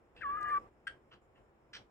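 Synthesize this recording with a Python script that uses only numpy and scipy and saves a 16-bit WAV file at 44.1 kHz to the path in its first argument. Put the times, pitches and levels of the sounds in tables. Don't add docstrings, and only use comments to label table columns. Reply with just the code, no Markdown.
import sys
import numpy as np
from scipy import signal
from scipy.fft import rfft, irfft
from scipy.io import wavfile
from scipy.ndimage import uniform_filter1d

SR = 44100
rng = np.random.default_rng(int(sys.argv[2]) if len(sys.argv) > 2 else 0)


def gain_from_db(level_db):
    decades = np.asarray(level_db, float) / 20
    return 10 ** decades


def unload_wav(signal):
    wavfile.write(
        sys.argv[1],
        SR,
        np.round(np.clip(np.atleast_2d(signal).T, -1, 1) * 32767).astype(np.int16),
    )


N = 83790
T = np.arange(N) / SR
SIDES = np.array([[1], [-1]]) / 2

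# frequency in Hz, level in dB per Hz.
HUM_COLOUR = [(20, -27.5), (110, -5.5), (500, -1), (1000, -6.5), (2500, -20), (4000, -37.5), (8000, -60.5),
              (16000, -44)]
# frequency in Hz, width in Hz, level in dB.
ROOM_TONES = [(54.3, 29, -74.5), (124.4, 3.9, -84), (223, 6.2, -91), (351.3, 34, -81), (5100, 300, -101),
              (6840, 550, -101), (16100, 400, -104)]
# frequency in Hz, likeness from 0 to 1.
HUM_LIKENESS = [(70, 1), (160, 0.65), (390, 0.8), (1010, 0.25), (2600, 0.1)]
# start in seconds, end in seconds, first gain in dB, last gain in dB.
HUM_SWELLS = [
    (0.152, 0.23, 5, 6.5),
    (0.232, 0.583, 7.5, 13),
    (0.583, 0.694, 11.5, 4.5),
    (0.885, 0.985, 5, 3),
    (1.13, 1.214, 6.5, -5.5),
    (1.374, 1.424, 4.5, 3),
    (1.748, 1.826, 5.5, 7),
]
# start in seconds, attack in seconds, hold in seconds, level in dB,
# attack of the bright part in seconds.
RASP_PUFFS = [
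    (0.162, 0.0028, 0.051, -61.5, .002),
    (1.11, 0.0064, 0.029, -58, 0.031),
    (1.353, 0.0022, 0.024, -69, 0.031),
    (1.7298, 0.0071, 0.038, -48, 0.0028),
]
# resonance in Hz, width in Hz, level in dB.
RASP_THROATS = [
    [(1700, 240, -3.5), (2620, 320, -2), (3400, 540, -7), (4840, 500, -15.5), (8300, 2000, -23)],
    [(1200, 560, 0.5), (2890, 530, -0.5), (4000, 1700, -10.5), (5900, 1700, -23), (7730, 970, -29)],
    [(1820, 370, 2), (2810, 300, 4.5), (4200, 980, -13), (5300, 930, -40), (8000, 900, -39)],
    [(1600, 760, -0.5), (3090, 780, -3), (4020, 1150, -5.5), (5660, 890, -8), (8340, 880, -20.5)],
]
# time in seconds, settled pitch in Hz, level in dB, level left minus right in dB.
LOW_VOICE = [
    (.208, 1101, -56.5, 8),
    (.255, 1100, -38, -3),
    (.3, 1133, -36.5, -5.5),
    (.33, 1175, -37.5, 0),
    (.364, 1185, -38, -2),
    (.372, 1235, -37, 2),
    (.435, 1206, -39.5, 1.5),
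    (.5, 1199, -36.5, -0.5),
    (.556, 1158, -30.5, -2),
]
# time in seconds, settled pitch in Hz, level in dB, coupling of the two voices in dB.
HIGH_VOICE = [
    (.212, 1700, -64, -1.5),
    (.232, 1688, -51.5, -7),
    (.34, 1640, -59, -20.5),
    (.39, 1682, -50.5, -9),
    (.44, 1640, -51, -7.5),
    (.475, 1678, -42.5, -8.5),
    (.503, 1691, -47.5, -6),
    (.51, 1795, -52.5, -15),
    (.548, 1723, -51.5, -12.5),
]
# time in seconds, pitch in Hz, level in dB, coupling in dB.
HIGH_SLIPS = [
    (0.546, 1600, -50.5, -6.5),
    (0.562, 1522, -53, -5.5),
]
# time in seconds, length in seconds, gain in dB.
LOW_CATCHES = [
    (0.224, 0.0026, 6),
    (0.228, 0.0033, -6.5),
    (0.289, 0.0051, -2),
    (.316, 0.004, 0.5),
    (0.382, .004, -3),
    (0.444, 0.0076, 3.5),
    (0.536, 0.01, 1),
    (0.369, 0.0019, -9.5),
    (0.4, 0.007, -8),
    (0.456, 0.0029, -9.5),
]
# time in seconds, length in seconds, extra breath in dB.
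HOARSE_MOMENTS = [
    (0.213, 0.0056, 27.5),
    (0.225, 0.01, 21),
    (0.502, 0.017, 12),
    (0.563, 0.0066, 2),
]
# start in seconds, peak in dB, pitch in Hz, width in Hz.
BEAK_TICKS = [(.408, -60, 8800, 1480), (.413, -61, 6730, 1450), (0.4133, -64, 12000, 2410),
              (0.43, -55.5, 8300, 1200), (.4285, -68, 12260, 3000), (0.429, -50, 3400, 2200),
              (.485, -56.5, 9500, 5000), (.494, -62, 9000, 2000), (.509, -63, 8530, 1000),
              (.516, -69, 8700, 1000), (.528, -55, 8800, 1200), (0.53, -71.5, 13000, 2516)]
# resonance in Hz, width in Hz, level in dB.
TOCK_THROAT = [(1337, 470, -4.5), (2136, 510, -2), (3000, 500, -0.5), (4600, 400, -14.5), (5550, 350, -19),
               (7680, 1300, -21.5), (8970, 480, -14.5)]
# frequency in Hz, lead of the left in radians, level left minus right in dB.
PORT_RESPONSE = [(250, 0.14, -1.5), (596, 2.2, 1), (1200, 1.54, 4.5), (1600, 0.26, 4.5), (2520, 1.31, -2.5),
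                 (5000, 4.6, -3.5), (9000, 7.8, 2), (13000, 11, -2.5)]

WHISTLE_END_S = 0.5769


def rms_one(x):
    return x / np.sqrt(np.mean(x ** 2) + 1e-20)


def in_time(rows):
    s, *columns = np.transpose(rows)
    return [np.interp(T, s, column) for column in columns]


def drift(rate_hz):
    r = np.exp(-2 * np.pi * rate_hz / SR)
    wander = signal.lfilter([1], [1, -2 * r, r * r], rng.standard_normal(2 * N))
    return rms_one(wander[N:])


def resonate(x, hz, width_hz):
    r = np.exp(-np.pi * width_hz / SR)
    top = [(1 - r * r) / 2, 0, (r * r - 1) / 2]
    bottom = [1, -2 * r * np.cos(2 * np.pi * hz / SR), r * r]
    return signal.lfilter(top, bottom, x + 1e-18)


def throat(x, peaks):
    out = 0
    for k, (hz, width, db) in enumerate(peaks):
        steep = resonate(resonate(x, hz, width), hz, 2 * width)
        out = out + gain_from_db(db) * (-1) ** k * rms_one(steep)
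    return rms_one(out)


def shape(start, attack, hold, release):
    rise = np.clip((T - start) / attack, 0, 1)
    return rise * np.exp(-np.maximum(T - start - attack - hold, 0) / release)


def hum():
    level_db, right_lag_s = -69, 0.00016
    hz = np.maximum(np.arange(N // 2 + 1) * SR / N, 10)

    def on_log(points):
        point_hz, value = np.transpose(points)
        return np.interp(np.log(hz), np.log(point_hz), value)

    white = rng.standard_normal((2, N))
    air = irfft(rfft(white) * gain_from_db(on_log(HUM_COLOUR)), N)
    air = gain_from_db(level_db) * air / air.std()
    for f, width, db in ROOM_TONES:
        unsteady_db = 1.5 * np.log10(f / 50) * drift(14.0)
        air = air + gain_from_db(db + unsteady_db) * rms_one(resonate(white, f, width))
    mid, side = rfft(air)
    alike = np.clip(on_log(HUM_LIKENESS), 0, 1)
    spread = np.sqrt(1 + alike) * mid + np.sqrt(1 - alike) * side * 2 * SIDES
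    lag = np.exp(2j * np.pi * hz * right_lag_s * SIDES)
    return irfft(spread * lag, N) / np.sqrt(2)


def suppressor_db():
    db = 0
    for start, end, first_db, last_db in HUM_SWELLS:
        db = db + ((T > start) & (T < end)) * np.interp(T, [start, end], [first_db, last_db])
    return uniform_filter1d(db, size=int(0.0084 * SR))


def swelling_hum():
    air, let_go_db = hum(), suppressor_db()
    low = signal.filtfilt(*signal.butter(1, 6000, fs=SR), air)
    return gain_from_db(let_go_db) * low + gain_from_db(0.86 * let_go_db) * (air - low)


def rasps():
    pulse_hz, air_share, release_s, sag_db_per_s = 410.8, 1.1, 0.0084, 110
    out = 0
    for (s, attack, hold, db, bright_attack), peaks in zip(RASP_PUFFS, RASP_THROATS):
        cycle = np.cumsum(pulse_hz * gain_from_db(2.5 * drift(90))) / SR
        pulses = np.diff(np.floor(cycle), prepend=0) * gain_from_db(2.5 * rng.standard_normal(N))
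        voiced = throat(rms_one(pulses) + air_share * rng.standard_normal(N), peaks)
        dull = signal.filtfilt(*signal.butter(2, 3600, fs=SR), voiced)
        voiced = dull + (voiced - dull) * np.clip((T - s) / bright_attack, 0, 1)
        level_db = db + 1.0 * drift(40) - sag_db_per_s * np.maximum(T - s, 0)
        out = out + gain_from_db(level_db) * shape(s, attack, hold, release_s) * voiced
    return out


def whistle():
    low_hz, low_db, _ = in_time(LOW_VOICE)
    high_hz, high_db, couple_db = in_time(HIGH_VOICE)
    for s, length, db in LOW_CATCHES:
        low_db = low_db + db * np.exp(-((T - s) / length) ** 2)
    for s, *now in HIGH_SLIPS:
        high_hz, high_db, couple_db = np.where(T > s, np.array(now)[:, None], [high_hz, high_db, couple_db])

    since = np.maximum(T - LOW_VOICE[0][0], 0)
    swoop = np.exp(-(since / 0.022) ** 1.481)
    rough = 1 + 7 * swoop
    low_hz = low_hz + 980 * swoop + 9 * rough * drift(52)
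    high_hz = high_hz + 949.3 * np.exp(-(since / 0.028) ** 3.2) + 19 * rough * drift(51.1)
    a = 2 * np.pi * np.cumsum(low_hz) / SR
    b = 2 * np.pi * np.cumsum(high_hz) / SR

    onset_break_db = 5.5
    octave = gain_from_db(np.interp(T, [0.44, 0.5], [-32.5, -28]) + 2.5 * drift(25))
    low_level = gain_from_db(low_db + 1.18 * drift(32) + onset_break_db * swoop * drift(130))
    low = low_level * (np.sin(a) + octave * np.sin(2 * a) + gain_from_db(-42) * np.sin(3 * a))
    mixed = gain_from_db(couple_db) * np.sin(3 * a - b) + gain_from_db(-21) * np.sin(a + b) + gain_from_db(-14.5) * np.sin(2 * a - b)
    high_level = gain_from_db(high_db + 3.2 * drift(60) + onset_break_db * np.sqrt(swoop) * drift(150))
    high = high_level * (np.sin(b) + mixed)

    air = throat(rng.standard_normal(N), [(1340, 250, -1), (1730, 450, 0.5), (2514, 1900, -19.0),
                                          (5070, 2200, -34), (8800, 1200, -25.0), (13100, 2000, -37.0)])
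    hoarse_air = throat(rng.standard_normal(N), [(1720, 240, 8.0), (2120, 67, -5.5), (3070, 870, -12.5)])
    hoarse = sum(gain_from_db(db) * np.exp(-((T - s) / length) ** 2) for s, length, db in HOARSE_MOMENTS)
    breath = gain_from_db(low_db - 23.5) * (air + hoarse * hoarse_air)

    fade_in = np.clip(since / 0.0011, 0, 1)
    fade_out = np.clip(1 - (T - WHISTLE_END_S) / 0.013, 0, 1)
    return (np.sqrt(2) * (low + high) + breath) * fade_in * fade_out


def beak():
    out = 0
    for s, db, hz, width in BEAK_TICKS:
        crackle = shape(s, 0.00066, 0.00089, 0.0006) * rng.standard_normal(N)
        tick = resonate(crackle, hz, width)
        out = out + gain_from_db(db) * tick / np.abs(tick).max()
    return out


def faint_lingering_tone():
    level = gain_from_db(-58 - 4 * SIDES + 1.5 * drift(35))
    note = np.sin(2 * np.pi * 1160 * T + 2 * SIDES)
    return level * note * shape(WHISTLE_END_S, 0.011, 0.079, 0.0058)


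def tock():
    start_s, hold_s, level_db = 0.8685, 0.01, -36
    along = np.clip((T - start_s) / hold_s, 0, 1)
    hz = 1520 + (1632 - 1520) * along
    throb = 1 - 0.25 * np.cos(2 * np.pi * 223 * (T - start_s)) - 0.4 * along
    note = np.sin(2 * np.pi * np.cumsum(hz) / SR) * throb
    air = gain_from_db(-8) * throat(rng.standard_normal(N), TOCK_THROAT)
    return gain_from_db(level_db) * shape(start_s, 0.0025, hold_s, 0.0035) * (np.sqrt(2) * note + air)


def room(x):
    t60_s, first_echo_s, wall_cut_hz = 0.17, 0.0042, 12000
    since = np.arange(SR // 2) / SR
    wash = rng.standard_normal((2, SR // 2)) * gain_from_db(-60 * since / t60_s)
    wash = wash * np.clip((since - first_echo_s) / first_echo_s, 0, 1)
    wash = signal.lfilter(*signal.butter(1, wall_cut_hz, fs=SR), wash)
    return signal.fftconvolve(x[None], wash / np.sqrt(np.sum(wash ** 2) / 2))[:, :N]


def ports(x):
    hz, lead, db = np.transpose(PORT_RESPONSE)
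    at = np.log(np.maximum(np.arange(N // 2 + 1) * SR / N, 10))
    level = gain_from_db(SIDES * np.interp(at, np.log(hz), db))
    phase = np.exp(1j * SIDES * np.interp(at, np.log(hz), lead))
    return irfft(rfft(x) * level * phase, N)


def scene():
    song = whistle()
    bird_band = signal.butter(6, [890, 8980], "band", fs=SR, output="sos")
    short = signal.sosfilt(bird_band, rasps() + tock())
    swaying_song = song * gain_from_db(in_time(LOW_VOICE)[2] * SIDES)
    near = ports(swaying_song + short + beak())
    tail_cut = gain_from_db(-29 * np.clip((T - 1) / 0.0095, 0, 1))
    song_tail = (gain_from_db(-27) * room(song) + faint_lingering_tone()) * tail_cut
    return near + song_tail + gain_from_db(-9) * room(short) + swelling_hum()


def low_pass(x):
    return signal.sosfilt(signal.butter(12, 15720, fs=SR, output="sos"), x)


def record(dry):
    return low_pass(dry)


dry = scene()
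out = record(dry)
unload_wav(out)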